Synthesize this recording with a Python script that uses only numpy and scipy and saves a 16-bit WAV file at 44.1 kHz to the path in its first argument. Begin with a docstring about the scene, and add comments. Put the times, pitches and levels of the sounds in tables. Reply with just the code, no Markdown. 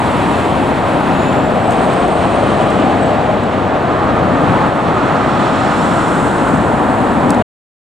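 """On the pavement of a wide city street, a diesel bus pulls away from a stop.
Uneven firing pulses thud in its exhaust and chop the engine roar; the engine bay resonates as noise bands.
The turbocharger is a gliding whistle in a noisy halo. Cars and vans are swelling tyre noise and fine hiss,
among booms and breathy tones from narrow noise bands, over a rumble of shaped noise.
A few sharp ticks are short noise bursts; then the sound cuts off."""
import sys
import numpy as np
from scipy import signal
from scipy.fft import rfft, irfft
from scipy.io import wavfile
from scipy.ndimage import uniform_filter1d, minimum_filter1d

SR = 44100
rng = np.random.default_rng(int(sys.argv[2]) if len(sys.argv) > 2 else 0)


def inscribe(sig):
    """Save sig as 16-bit PCM at rate SR to the path in sys.argv[1].

    A 1-D sig is mono; a 2-D sig holds one channel per row.
    Samples are clipped to [-1, 1] before scaling.
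    """
    pcm = np.round(np.clip(np.atleast_2d(sig).T, -1, 1) * 32767)
    wavfile.write(sys.argv[1], SR, pcm.astype(np.int16))


N = 351918
T = np.arange(N) / SR  # time of each sample, s
HZ = np.fft.rfftfreq(N, 1 / SR)  # frequency of each spectrum bin

# vehicles rolling by: peak_s, half_length_s, tread_db, groove_hz, rush_of_air_db, hiss_db,
# left_right_db (the tyres take only a share of it), hiss_brightness_db_per_octave
VEHICLES = [(0.15, 0.68, -25, 907, -30, -44, -1, 7.5), (1.103, 0.6, -25, 923, -33, -50.5, 3.5, 17),
            (1.85, 0.24, -27.5, 1102, -32.5, -47.5, 3.5, 7), (2.552, 0.74, -26, 1152, -30, -47, 0, -2),
            (4.021, 0.33, -24.5, 1195, -39, -58.5, -2.5, 0.5),
            (4.598, 0.4, -22, 1222, -33, -51.5, -1.5, 5.5),
            (5.085, 0.24, -23, 1294, -36.5, -54.5, -9.5, -11), (5.6, 0.56, -24, 1279, -32, -42, -9.5, -21),
            (6.142, 0.51, -23.5, 1410, -41.5, -38.5, -0.5, -3), (7.022, 0.67, -22.5, 947, -54, -46, 0, 4)]
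# shape of the low rumble of traffic and exhaust: frequency_hz, relative_level_db
RUMBLE_SHAPE = [(15, -40.5), (25, -23.5), (42, -14), (70, -5.5), (105, -3.5), (160, 0), (225, 0),
                (295, 0.5), (380, -7.5), (600, -16), (1500, -63.5)]


def diesel(uneven=0.37, trim_db=-1.5, pulse_width=0.15):
    """Firing pulses, three to a crank turn and unequal, thud in the exhaust and chop the engine roar."""
    # firing of the bus engine: time_s, firings_per_s, exhaust_level_db
    firing = [(0, 93, -26.5), (1.2, 99, -37.5), (2.2, 94, -29.5), (3.2, 103, -26.5), (3.6, 92, -30.5),
              (4.3, 93, -26), (5.5, 95, -38.5), (7.4, 108, -31.5)]
    # the bus pulls, changes gear and pulls again: time_s, roar_level_db (before the trim)
    engine_load = [(0, -16), (0.8, -16), (1.8, -17.5), (3.25, -16), (3.5, -17.5), (3.7, -15.5), (4.62, -14),
                   (4.95, -16), (7.4, -15)]
    # shape of the engine roar: frequency_hz, relative_level_db
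    roar_shape = [(200, -18.5), (330, -4.5), (420, -4.5), (560, -1), (740, 0), (860, -2), (1050, -19.5),
                  (1800, -16), (4000, -68)]

    rate, exhaust_db = curves(firing)
    load_db, = curves(engine_load)
    firings = np.cumsum(rate * (1 + 0.00834 * wander(5.93))) / SR  # count so far; the rate strays a little
    pulses = np.exp(-((firings % 1 - .5) / pulse_width) ** 2)
    # every third pulse is stronger than the other two
    pulses = pulses * (1 + 2 * uneven * np.cos(2 * np.pi * np.floor(firings) / 3))
    exhaust = street(colour(RUMBLE_SHAPE), pulses - pulses.mean()) * gain_of(exhaust_db)
    # shallow, because echoes from the house fronts fill in most of the chop
    chop = 1 - .14 * np.cos(2 * np.pi * firings)
    roar = street(colour(roar_shape)) * chop * gain_of(load_db + trim_db)
    return exhaust + roar


def engine_bay(side_db=1.5, growl_db=0.45):
    """Hollow resonances build up unevenly as the bus pulls hard and fall away at the gear change."""
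    # resonances of the engine bay: pitch_hz, width_hz, level_db (at full pull)
    bay_resonances = [(447.7, 77, -23.5), (602, 70, -23), (701.5, 70, -23), (783, 60, -23.5)]
    full_pull_s, build_db_per_s = 1.76, 11.5
    shift_s, release_db_per_s = 3.31, 71

    build_db = -build_db_per_s * np.maximum(full_pull_s - T, 0)
    release_db = -release_db_per_s * np.maximum(T - shift_s, 0)
    ringing = both_sides(sum(hollow(hz, width) * gain_of(db) for hz, width, db in bay_resonances))
    return ringing * gain_of(build_db + release_db + growl_db * wander(12)) * panned(side_db)


def turbo(core_db=-5.0, halo_db=-1.5, flicker_db=1.5, halo_width_hz=100):
    """The blade tone follows the boost; turbulence and reflections smear a halo around it."""
    # strength of the whistle: time_s, level_db
    whistle = [(0.95, -67), (1.13, -55), (1.22, -41.5), (1.3, -47.5), (1.42, -46.5), (1.55, -53),
               (1.68, -49.5), (1.73, -46.5), (1.87, -47), (2.1, -44), (2.36, -44), (2.42, -50),
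               (2.75, -52.5), (2.97, -58.5), (3.03, -43), (3.08, -54), (3.22, -69.5)]
    # the pitch is one arch: it spools up, tops out and runs down
    top_s, top_hz = 2.47, 8670
    spool_hz_per_s2, run_down_hz_per_s2 = 1070, 2050

    level_db, = curves(whistle)
    bend = np.where(T < top_s, spool_hz_per_s2, run_down_hz_per_s2)
    hz = np.maximum(top_hz - bend * (T - top_s) ** 2, top_hz / 2)
    shaky_hz = hz + 18 * wander(30)
    tone = np.exp(2j * np.pi * np.cumsum(shaky_hz) / SR)
    halo = tone * (wander(halo_width_hz) + 1j * wander(halo_width_hz))
    mixed = evened(tone.real) * gain_of(core_db) + evened(halo.real) * gain_of(halo_db)
    return mixed * gain_of(level_db + flicker_db * wander(12))


def tyres(patchy_db=.5, side_share=.35, far_side_db=0.0):
    """Treads drum on asphalt, grooves sing, air is squeezed out; the grain of the road shakes all three."""
    # shape of the tread roar: frequency_hz, relative_level_db
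    tread_shape = [(400, -19), (750, -15), (950, 1.5), (1250, -1.5), (1600, -8.5), (2050, -16.5),
                   (2800, -32.5), (6000, -63.5)]
    # shape of the rush of air: frequency_hz, relative_level_db
    rush_shape = [(1000, -6), (1900, 1.5), (2550, 1), (3400, -3.5), (4200, -8.5), (4900, -16.5),
                  (6300, -20), (7700, -18.5), (9500, -24.5), (12000, -39), (15500, -54)]
    far_tread_db, far_rush_db = -24.5, -32.5  # steady tyres further down the street
    groove_db, groove_width_hz = -1.5, 150  # groove level is relative to the tread roar

    # add powers, so that all vehicles can share one noise for each kind of sound
    tread_power = (gain_of(far_tread_db) * panned(far_side_db)) ** 2
    rush_power = (gain_of(far_rush_db) * panned(far_side_db)) ** 2
    grooves = 0
    for s, half_s, tread_db, groove_hz, rush_db, _, side_db, _ in VEHICLES:
        nearness = swell(s, half_s)
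        near = nearness * panned(side_share * side_db)
        tread_power = tread_power + (near * gain_of(tread_db)) ** 2
        rush_power = rush_power + (near * gain_of(rush_db)) ** 2
        song = hollow(groove_hz, groove_width_hz)
        grooves = grooves + song * nearness * gain_of(tread_db + groove_db)
    tread = street(colour(tread_shape)) * np.sqrt(tread_power)
    rush = street(colour(rush_shape)) * np.sqrt(rush_power)
    return (tread + both_sides(grooves) + rush) * gain_of(patchy_db * wander(23))


def passing(flutter_db=0.84):
    """Fine hiss carries only from vehicles close by, each with its own brightness."""
    # shape of the hiss before each vehicle's tilt: frequency_hz, relative_level_db
    hiss_shape = [(3000, -16), (4500, -11.5), (5400, -12.5), (6500, -4), (7400, 3.5), (8600, 1.5),
                  (9800, -4), (11500, -11.5), (13500, -26), (15500, -37.5)]

    octaves = np.log2(np.maximum(HZ, 4000) / 8000)  # above or below 8 kHz
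    hiss = 0
    for s, half_s, _, _, _, db, side_db, tilt in VEHICLES:
        noise = street(colour(hiss_shape) * gain_of(tilt * octaves))
        hiss = hiss + noise * swell(s, half_s) * gain_of(db) * panned(side_db)
    return hiss * gain_of(flutter_db * wander(22))


def spray(s=5.7, half_s=0.62, flutter_db=2.2, doppler_hz_per_s=-60):
    """As two vans go by, air squeezed from their treads rings in fluttering bands that sink in pitch."""
    # broad bands in the vans' tyre noise: pitch_hz (at the peak of the pass), width_hz, level_db
    tyre_bands = [(3410, 250, -43.5), (4150, 200, -47), (5400, 300, -50.5)]

    sink_hz = doppler_hz_per_s * (T - s)
    bands = sum(hollow(hz + sink_hz, width) * gain_of(db + flutter_db * wander(9))
                for hz, width, db in tyre_bands)
    return both_sides(bands) * swell(s, half_s)


def rings():
    """Breathy tones, most of them narrow, come and go in the traffic, some steady, some gliding in pitch."""
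    # drones, whines and whooshes, as from engines, gears and tyres:
    # peak_s, half_length_s, pitch_hz (at the peak), drift_hz_per_s, width_hz, level_db
    traffic_tones = [(0.2, 0.48, 952, -0.5, 10, -28), (0.6, 0.76, 2590, -1, 50, -42.5),
                     (1.2, .17, 2600, -1, 50, -37.5), (1.22, .16, 3510, -200, 600, -42),
                     (1.66, 0.13, 679, -3.5, 25, -23), (2.25, .4, 693, -105, 35, -26),
                     (2.597, 0.5, 204.2, 12.5, 11, -27), (2.8, .3, 3060, 0, 150, -40),
                     (3.237, 0.096, 609, -0.5, 19, -19), (4.298, 0.35, 1229, 35.5, 11, -28.5),
                     (5.15, .25, 214.7, -15.5, 6, -29), (5.598, 0.38, 1265, 0, 13, -31.5),
                     (6.898, 0.61, 741, -0.5, 20, -28), (7.198, .25, 229.4, 0, 5.4, -25),
                     (7.33, 0.13, 2543, -1.5, 45, -39.5)]

    tones = 0
    for s, half_s, hz, drift, width, db in traffic_tones:
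        moving_hz = hz + drift * np.clip(T - s, -2 * half_s, 2 * half_s)
        tones = tones + hollow(moving_hz, width) * swell(s, half_s) * gain_of(db)
    return both_sides(tones)


def ticks(rise_s=0.00024):
    """Short snaps of noise, bright or dull, rise almost at once and quickly die away."""
    # sharp small ticks: start_s, level_db, time_to_fall_60_db_s, dullness (0-1)
    snaps = [(1.7058, -29, 0.008, 0), (1.7082, -28, 0.018, 0), (1.719, -36, .11, 0), (1.93, -38, .06, 0),
             (2.08, -31, 0.027, 0.3), (2.702, -34, 0.03, 0.1), (3.435, -39, .03, 0), (7.21, -31, .03, .75),
             (7.2945, -22.5, 0.015, .75), (7.301, -33, .025, 0.1), (7.305, -13, 0.0105, 0.23),
             (7.3195, -33.5, .015, 0.5), (7.3453, -24.5, 0.018, 0.66)]
    # shape of the bright snaps: frequency_hz, relative_level_db
    bright_shape = [(2500, -24), (4100, -17.5), (4550, -7), (5600, -12.5), (6800, -3.5), (7900, 0),
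                    (9500, -6.5), (11000, -14), (15500, -20.5)]
    # shape of the dull snaps: frequency_hz, relative_level_db
    dull_shape = [(1200, -11), (2600, 1), (4200, -1.5), (6500, -8.5), (9000, -22), (15500, -41.5)]

    bright, dull = np.zeros((2, N))
    for s, db, t60, dullness in snaps:
        age = np.maximum(T - s, 0)
        rise = 1 - np.exp(-age / rise_s)
        envelope = gain_of(db - 60 * np.minimum(age / t60, 2)) * rise
        share = np.clip(dullness, 0, 1)
        bright = bright + envelope * (1 - share)
        dull = dull + envelope * share
    return street(colour(bright_shape)) * bright + street(colour(dull_shape)) * dull


def traffic(level_db=-17.5, throb_db=.5):
    """Many engines blend into one uneven rumble between the buildings, with booms now and then."""
    # hollow booms, as from exhausts: peak_s, half_length_s, pitch_hz, level_db
    exhaust_booms = [(1.05, 0.76, 268.2, -22.5), (2.826, 0.095, 262.5, -16), (4.45, 0.35, 155.6, -22.5),
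                     (4.4, .25, 269.7, -22.5), (5.4, 0.42, 315, -26), (6.448, 0.25, 286.4, -23),
                     (6.602, 0.18, 175.6, -24), (7.15, 0.43, 232.3, -19)]
    boom_width = 0.23  # share of the pitch
    lull_s, lull_half_s, lull_db = 3.65, .3, -1.5  # the rumble thins between two groups of cars

    lull = lull_db * swell(lull_s, lull_half_s)
    rumble = street(colour(RUMBLE_SHAPE)) * gain_of(level_db + lull + throb_db * wander(3.3))
    booms = sum(hollow(hz, hz * boom_width) * swell(s, half_s) * gain_of(db)
                for s, half_s, hz, db in exhaust_booms)
    return rumble + both_sides(booms)


def street(shape, drive=None):
    """A coloured drive (noise if none) plus diffuse noise on both sides, at rms 1."""
    direct, diffuse = rng.standard_normal((2, N))
    if drive is not None:
        direct = evened(drive)
    pair = both_sides([direct, diffuse], shape)
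    return pair / np.sqrt(np.mean(pair.mean(0) ** 2))  # rms of the two sides' average


def both_sides(pair, shape=1):
    """Colours a direct and a diffuse sound (from the house fronts) and spreads them left and right."""
    # how the two sides relate: frequency_hz, likeness (0-1), left_right_db, lead_of_left_radians
    stereo_spread = [(30, .2, 0, 0), (60, 0.5, 3.5, 0.28), (130, 1, 3.5, -0.46), (298.5, 1, 3.5, -0.48),
                     (640, 1, 1.3, -0.69), (1207, 0.77, -0.5, -0.68), (2190, 0.75, 0, -0.41),
                     (4490, 0.89, 0.5, 0.14), (7960, 1, 0, -0.58), (10970, 0.05, -0.5, 0),
                     (15000, .05, 0.5, 0)]

    same, side_db, lead = spectra(stereo_spread)
    same = np.clip(same, 0, 1)
    weights = np.sqrt([(1 + same) / 2, (1 - same) / 2])
    direct, diffuse = rfft(np.float32(pair)) * (shape * weights)
    left = gain_of(side_db / 2) * np.exp(.5j * lead)
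    # the diffuse part has opposite signs left and right, which makes the sides differ
    return irfft(np.complex64([(direct + diffuse) * left, (direct - diffuse) / left]), N)


def hollow(hz, width_hz):
    """Noise in one resonance whose pitch may move: a direct and a diffuse part."""
    slow = T[::18]  # the slow sway needs only every 18th sample
    offset_hz = np.fft.fftfreq(len(slow), slow[1])
    a, b = rng.standard_normal((2, 2, len(slow)))
    sway = np.fft.ifft((a + 1j * b) / (1 + (offset_hz / width_hz) ** 2))
    turns = np.cumsum(hz / SR * np.ones(N))
    angle = np.float32(2 * np.pi * (turns - np.floor(turns)))
    cos, sin = np.cos(angle), np.sin(angle)
    # the slow sway carried up to the pitch
    parts = [cos * np.interp(T, slow, part.real) - sin * np.interp(T, slow, part.imag) for part in sway]
    return evened(np.array(parts))


def swell(s, half_s):
    """Gain of a beaming source that comes near and goes away."""
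    return 1 / (1 + ((T - s) / half_s) ** 2 / 2) ** 2


def panned(side_db):
    """Gains of the left and right side, side_db apart."""
    return gain_of(np.array([[side_db], [-side_db]]) / 2)


def wander(rate_hz):
    """Slow random movement of rms 1: noise with the parts faster than rate_hz faded out."""
    return evened(irfft(rfft(rng.standard_normal(N)) / (1 + (HZ / rate_hz) ** 4), N))


def colour(rows):
    """A spectrum table as gain per bin."""
    return gain_of(spectra(rows)[0])


def spectra(rows):
    """Each column of a frequency table, bin by bin on a logarithmic frequency scale."""
    f, *columns = np.transpose(rows)
    log_hz = np.log(HZ + 1)
    return [np.interp(log_hz, np.log(f + 1), c) for c in columns]


def curves(rows):
    """Each column of a timed table, sample by sample."""
    s, *columns = np.transpose(rows)
    return [np.interp(T, s, c) for c in columns]


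def evened(x):
    """Scales to rms 1."""
    return x / np.sqrt(np.mean(x ** 2) + 1e-20)


def gain_of(db):
    """Decibels to gain."""
    return np.exp(np.asarray(db) * (np.log(10) / 20))


def scene():
    """The street at the bus stop: a near vehicle briefly screens the bus engine and the traffic."""
    # moments of screening: deepest_s, level_db
    screening = [(2.1, -1), (4.72, -3)]
    cover_s, uncover_s = .025, 0.084  # half lengths of the dip before and after its deepest point

    dip_db = sum(db * swell(s, np.where(T < s, cover_s, uncover_s)) for s, db in screening)
    screened = (diesel() + engine_bay() + tyres() + rings() + traffic()) * gain_of(dip_db)
    return screened + turbo() + passing() + spray() + ticks()


def record(dry, ceiling_db=0.0):
    """A quick limiter holds the peaks under full scale; then the abrupt stop and the band limit."""
    stop_s, edge_hz = 7.425, 15700
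    room = np.minimum(1, gain_of(ceiling_db) / (abs(dry).max(0) + 1e-9))
    # the gain dips around each peak, smoothed over 257 samples
    limited = dry * uniform_filter1d(minimum_filter1d(room, size=257), size=257)
    stopped = limited * np.clip((stop_s - T) / .002, 0, 1)  # 2 ms fade
    low_pass = signal.firwin(511, edge_hz, window=("kaiser", 9), fs=SR)
    return signal.oaconvolve(stopped, low_pass[None], "same")


dry = scene()
out = record(dry)
inscribe(out)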